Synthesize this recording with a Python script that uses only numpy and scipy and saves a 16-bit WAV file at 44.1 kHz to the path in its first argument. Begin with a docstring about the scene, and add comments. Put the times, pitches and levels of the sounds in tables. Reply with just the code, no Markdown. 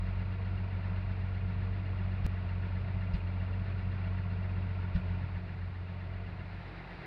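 """Idling six-cylinder engine near its tailpipe

The exhaust hums on harmonics of the four-stroke cycle, while random firing strengths ring the pipe modes.
The engine bay adds shaped-noise roar, valve ticks as short damped tones, belt whine and a block drone.
Three misfired charges pop in the exhaust as a pipe ring and bursts of noise, and the idle sags.
Late on the microphone moves from the pipe towards the bay; once the sound skips ahead with a click."""
import sys
import numpy as np
from scipy import signal
from scipy.fft import rfft, irfft
from scipy.io import wavfile

SR = 44100
rng = np.random.default_rng(int(sys.argv[2]) if len(sys.argv) > 2 else 0)


def generate_wav(signal):
    """Clip the signal to [-1, 1] and save it as 16-bit WAV at the path in sys.argv[1]."""
    frames = np.transpose(np.atleast_2d(signal))
    scaled = np.clip(frames, -1, 1) * 32767
    pcm = np.round(scaled).astype(np.int16)
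    wavfile.write(sys.argv[1], SR, pcm)


N = 311346


def gain_of(db):
    """Logarithmic level: decibels to amplitude ratio."""
    return 10 ** (np.asarray(db) / 20)


def evened(x):
    """Power normalisation: scales to rms 1."""
    return x / np.sqrt(np.mean(x ** 2) + 1e-20)


def read(points, hz):
    """Spectral envelope: interpolates levels along a log-frequency axis."""
    f, value = np.transpose(points)
    return np.interp(np.log(hz + 1), np.log(f + 1), value)


def curve(table, column):
    """Piecewise-linear control: reads one column of a time table at every sample."""
    columns = np.transpose(table)
    return np.interp(np.arange(N) / SR, columns[0], columns[column])


def resonate(x, hz, width):
    """Heterodyne resonance: shifts the frequency track hz to zero, smooths, and shifts back."""
    carrier = np.exp(2j * np.pi * np.cumsum(hz * np.ones(N)) / SR)
    decay = np.exp(-np.pi * width / SR)
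    smoothed = signal.lfilter([1 - decay], [1, -decay], x / carrier)
    return 2 * (carrier * smoothed).real


def coloured(db_of):
    """Spectral shaping: white noise filtered to a level per Hz given by db_of, at rms 1."""
    hz = np.fft.rfftfreq(N, 1 / SR)
    spectrum = rfft(rng.standard_normal(N)) * gain_of(db_of(hz))
    return evened(irfft(spectrum, N))


def swell(age):
    """Critically damped envelope: rises from 0 to a peak of 1 at age 1, then dies away."""
    return age * np.exp(1 - age)


# the skip: moment in the sound [s], engine time passed over [s]
SKIP_AT_S, SKIP_S = 2.26512, .1454


def engine_clock():
    """Time discontinuity: engine time jumps ahead where the sound skips."""
    t = np.arange(N) / SR
    return t + SKIP_S * (t > SKIP_AT_S)


# idle speed as the governor hunts, before any misfire sag: start_s [s], speed_rpm [rpm]
IDLE_SPEED = [(0.0, 917.8), (0.403, 940.22), (1.324, 929.13), (1.812, 946.85), (2.124, 926.12),
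              (2.245, 960.0), (2.426, 919.95), (2.728, 930.64), (3.635, 945.43), (3.973, 929.29),
              (4.302, 936.91), (4.881, 918.8), (5.01, 933.07), (5.868, 908.64), (6.354, 936.57),
              (7.06, 940.12)]
# sag after a lost firing: scale before the two exponentials [rpm], lead ahead of the pop [s]
SAG_SCALE_RPM, SAG_LEAD_S = 81.644, .0592
# time constants of slowing and of recovery [s]
SAG_FALL_S, SAG_RECOVER_S = .09613, .21918


def crank_rpm():
    """Rotational inertia: the hunting idle sags and recovers exponentially at each lost firing."""
    clock, rpm = engine_clock(), curve(IDLE_SPEED, 1)
    for start_s, *_ in MISFIRE_POPS:
        since = np.maximum(clock - clock[round(start_s * SR)] + SAG_LEAD_S, 0)
        slowing = 1 - np.exp(-since / SAG_FALL_S)
        rpm = rpm - SAG_SCALE_RPM * slowing * np.exp(-since / SAG_RECOVER_S)
    return rpm


def cycles():
    """Phase integration: four-stroke cycles done, one for two turns of the crank."""
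    return np.cumsum(crank_rpm() * np.diff(engine_clock(), prepend=0)) / 120


# levels as the microphone moves: start_s [s], second_firing_order_db [dB],
# first_firing_order_db [dB], engine_bay_db [dB]
NEARNESS = [(0, -37, -37.5, -51), (.25, -34.5, -41.5, -51.2), (5.1, -34, -43.5, -51), (5.45, -39, -47, -53),
            (5.9, -39.5, -52, -53.5), (6.15, -40, -46, -52.5), (6.55, -44.5, -51, -52),
            (6.78, -51, -49, -51), (6.95, -67, -56, -50), (7.06, -62, -60, -49)]
# hum partials besides the first firing order: cycle_multiple [-], level_db [dB on the second-order level]
HUM_PARTIALS = [(8, -41), (9, -20), (12, -0.5), (14, -27), (16, -25), (18, -21.5), (20, -47), (24, -14),
                (26, -30), (30, -38), (36, -42.5), (48, -36)]
# weak firings, where these partials dip briefly: start_s (centre) [s], depth_db [dB]
WEAK_FIRINGS = [(1.06, -5), (2.79, -3.5), (2.99, -2), (3.637, -4.5), (3.815, -8.5), (4.93, -4), (5.475, -5)]


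def exhaust_hum(turns):
    """Harmonic synthesis: phase-locked partials of the cycle, wavering with uneven burning."""
    angle = 2 * np.pi * (turns + .3238)
    # 0.7 dB rms of waver, most of it near 11 Hz
    waver = gain_of(.7 * coloured(lambda hz: -12 * np.log2((hz + .5) / 11) ** 2))
    t = np.arange(N) / SR
    dips_db = sum(db * np.exp(-((t - s) / 0.011) ** 2) for s, db in WEAK_FIRINGS)
    waver *= gain_of(dips_db)
    upper = sum(gain_of(db) * np.cos(k * angle + 2.3) for k, db in HUM_PARTIALS)
    first = np.cos(6 * angle + 2.55)
    return np.sqrt(2) * (gain_of(curve(NEARNESS, 1)) * waver * upper + gain_of(curve(NEARNESS, 2)) * first)


# exhaust pipe modes: pitch_hz [Hz], level_db [dB before puff smoothing], t60_s [s]
PIPE_MODES = [(55, -7, .13), (87.6, 0, .16), (178, 10.5, .19)]


def pipe_ring(puff_s=.0019):
    """Modal impulse response: decaying modes smoothed by a Gaussian puff of deviation puff_s."""
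    t = np.arange(SR // 2) / SR
    modes = sum(gain_of(db - 60 * t / t60) * np.cos(2 * np.pi * hz * t + .13) for hz, db, t60 in PIPE_MODES)
    # the puff is centred 300 samples into the result
    puff = signal.windows.gaussian(601, puff_s * SR)
    return np.convolve(modes, puff / puff.sum())


# gas flow spectrum: frequency_hz [Hz], density_db [relative dB per Hz]
GAS_FLOW = [(15, -37.5), (30, -36.5), (50, 10), (75, 22.5), (92, -3.5), (125, 27.5), (150, 10), (175, 27.5),
            (195, 9.5), (215, -6.5), (300, -60)]


def uneven_burning(turns):
    """Random excitation: firings of varying strength kick the pipe modes over a gas-flow rumble."""
    firings = np.diff(np.floor(6 * turns + .1), prepend=0) > 0
    strengths = firings * rng.standard_normal(N)
    kicks = signal.oaconvolve(strengths, pipe_ring())[300:][:N]
    flow = coloured(lambda hz: read(GAS_FLOW, hz))
    # this layer follows the second firing order at 0.39 dB per dB
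    level_db = -35.5 + 0.39 * np.maximum(curve(NEARNESS, 1), -53.7)
    return gain_of(level_db) * (evened(kicks) + flow)


# microphone turned to the bay: start_s [s], share [0-1]
FACING_BAY = [(0, 0.06), (5.1, 0), (5.5, 0.44), (6.2, 0.02), (6.6, 0.66), (7.06, 1)]
# roar away from the bay, before panels: frequency_hz [Hz], density_db [relative dB per Hz]
ROAR_AWAY = [(150, -20.5), (215, -0.5), (350, -7.5), (500, -8.5), (700, -8.5), (790, -13.5), (1250, -10),
             (2000, -10), (2850, -13), (3050, -20), (4300, -23), (4900, -28.5), (5550, -39), (6300, -51),
             (7500, -59)]
# panels that colour that roar: pitch_hz [Hz], width_hz [Hz], level_db [dB]
ROAR_PANELS = [(615, 80, 4), (883, 260, 5), (1410, 81, 4), (2090, 37, -2), (1980, 110, 2),
               (2850, 240, -1.5), (384, 55, 4.5)]
# roar facing the bay: frequency_hz [Hz], density_db [relative dB per Hz]
ROAR_TOWARDS = [(150, -18), (330, -4.5), (540, -11), (620, -11), (760, -7.5), (1120, -14.5), (1830, -10.5),
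                (2600, -15.5), (3200, -25.5), (3950, -22), (4900, -30), (5550, -41), (6500, -51.5),
                (8000, -56), (10500, -53), (12000, -74)]


def bay_roar(turns, facing):
    """Power crossfade: two fan and intake noise colours, modulated once a cycle."""
    def panel_colour(hz):
        panels_db = sum(db * np.exp(-((hz - f) / w) ** 2) for f, w, db in ROAR_PANELS)
        return read(ROAR_AWAY, hz) + panels_db
    away = np.sqrt(1 - facing) * coloured(panel_colour)
    towards = np.sqrt(facing) * coloured(lambda hz: read(ROAR_TOWARDS, hz))
    # slow random flutter of 0.5 dB rms
    flutter = gain_of(.5 * coloured(lambda hz: -20 * np.log10(1 + (hz / 12) ** 2)))
    # one cylinder breathes louder, so the roar swells once a cycle
    breathing = gain_of(0.56 * np.cos(2 * np.pi * (turns - .63)))
    return (away + towards) * flutter * breathing


# valve gear: cycle_place [0-1], pitch_hz [mean Hz], level_db [dB on the bay level, before variation]
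VALVE_TICKS = [(0, 2742, -10.5), (.07, 1095, -9), (.12, 935, -8.5), (.16, 703, -7), (.24, 2070, -11),
               (.26, 1388, -8), (.26, 2356, -12.5), (.31, 910, -9), (.41, 658, -11), (.49, 2760, -7),
               (.52, 4170, -20), (.55, 1906, -8), (.58, 1473, -10), (.59, 1738, -6), (.62, 2070, -9),
               (.7, 907, -8), (.73, 1404, -8.5), (.73, 3450, -20), (.74, 2260, -10), (.91, 1446, -14),
               (.98, 2463, -8.5)]


def valve_ticks(turns, facing, cycle_hz, rise_s=0.0043):
    """Impact resonance: valves ring the block as they close, each a short damped tone once a cycle."""
    out = np.zeros(N)
    for place, hz, db in VALVE_TICKS:
        since = ((turns - place + .5) % 1 - .5) / cycle_hz
        # every tick draws its own strength, pitch and phase
        tick_number = np.floor(turns - place + 1.5).astype(int)
        strength, pitch, phase = rng.standard_normal((70, 3))[tick_number].T
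        age = np.maximum(since / rise_s + 1, 0)
        tone = np.cos(2 * np.pi * hz * (1 + .008 * pitch) * since + np.pi * phase)
        # turning to the bay shades the highest rings and bares the middle ones
        turned_db = -6 * facing * (hz > 2200) + 2.5 * facing * (abs(hz - 1850) < 250)
        out += gain_of(db + 2.0 * strength + turned_db) * swell(age) * np.sqrt(2) * tone
    return out


# belt-driven parts: cycle_multiple [-], width_hz [Hz, each of two passes],
# level_db [dB on the bay level, before turning]
BELT_WHINES = [(16.7, 8, -6), (33.2, 10, -16), (40.1, 10, -16), (58.2, 10, -13), (84.5, 14, -17),
               (120.4, 14, -18)]


def belt_whine(facing, cycle_hz):
    """Narrow-band filtering: noise through two resonances tracking each belt-driven part's speed."""
    out = np.zeros(N)
    for k, width, db in BELT_WHINES:
        once = resonate(rng.standard_normal(N), k * cycle_hz, width)
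        whine = evened(resonate(once, k * cycle_hz, width))
        # turning to the bay weakens the higher whines
        out += gain_of(db - 9.3 * facing * (k > 20)) * whine
    return out


def block_drone(turns):
    """Order excitation: the block drones on the eleventh order of the crank."""
    return gain_of(-1.5) * np.cos(2 * np.pi * 22 * (turns + .3238) + 2.3)


def engine_bay(turns):
    """Superposition: roar, ticks, whines and drone share one level."""
    facing = np.clip(curve(FACING_BAY, 1), 0, 1)
    cycle_hz = crank_rpm() / 120
    out = bay_roar(turns, facing) + valve_ticks(turns, facing, cycle_hz)
    out += belt_whine(facing, cycle_hz) + block_drone(turns)
    return gain_of(curve(NEARNESS, 3)) * out


# misfire pops: start_s [s], blow_db [dB on the pipe ring], puff_ms [ms, Gaussian deviation],
# gas_db [dB, reference for the three gas noises]
MISFIRE_POPS = [(2.2491, -14, 2.05, -58), (3.1415, -16, 1.9, -56), (4.9531, -15.5, 1.9, -57)]


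def misfires():
    """Transient excitation: unburnt charge lights, the pipe rings, gas spits and rushes, then fizzes."""
    clock, out = engine_clock(), np.zeros(N)
    # spit peaks at 4900 Hz; rush is the roar tilted up 5 dB an octave; fizz peaks at 8500 Hz
    spit = coloured(lambda hz: -10 * abs(np.log2((hz + 1) / 4900)) - 30 * np.clip((hz - 5300) / 1000, 0, 2))
    rush = coloured(lambda hz: read(ROAR_AWAY, hz) + 5 * np.log2(hz + 1) - 25 * (hz > 7500))
    fizz = coloured(lambda hz: -30 * np.log2((hz + 1) / 8500) ** 2 - 30 * (hz > 11300))
    for start_s, blow_db, puff_ms, gas_db in MISFIRE_POPS:
        ring = pipe_ring(puff_ms / 1000)
        since = clock - clock[round(start_s * SR)]
        out += gain_of(blow_db) * np.interp(since * SR + 300, np.arange(len(ring)), ring, 0, 0)
        quick = np.maximum(since + .0055, 0) / .0025
        slow = np.maximum(since + .002, 0) / .009
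        out += gain_of(gas_db - 2.0) * swell(quick) * spit
        out += gain_of(gas_db + 4.5) * swell(slow) * rush
        out += gain_of(gas_db - 29) * np.exp(-((since - .035) / .025) ** 2) * fizz
    return out


def scene():
    """Synchronous sources: exhaust and engine bay share one crank."""
    turns = cycles()
    exhaust = exhaust_hum(turns) + uneven_burning(turns) + misfires()
    return (exhaust + engine_bay(turns))[None]


# microphone hiss spectrum: frequency_hz [Hz], density_db [relative dB per Hz]
MIC_HISS = [(3000, 3), (8000, 5), (10000, -3.5), (15500, -7)]
HISS_DB, EDGE_HZ = -91, 15700  # hiss rms level before the low-pass [dB], low-pass edge [Hz]


def record(dry):
    """Band limitation: faint microphone hiss joins the sound before a linear-phase low-pass."""
    hissing = dry + gain_of(HISS_DB) * coloured(lambda hz: read(MIC_HISS, hz))
    low_pass = signal.firwin(511, EDGE_HZ, window=("kaiser", 9), fs=SR)
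    return signal.oaconvolve(hissing, low_pass[None], "same")


dry = scene()
out = record(dry)
generate_wav(out)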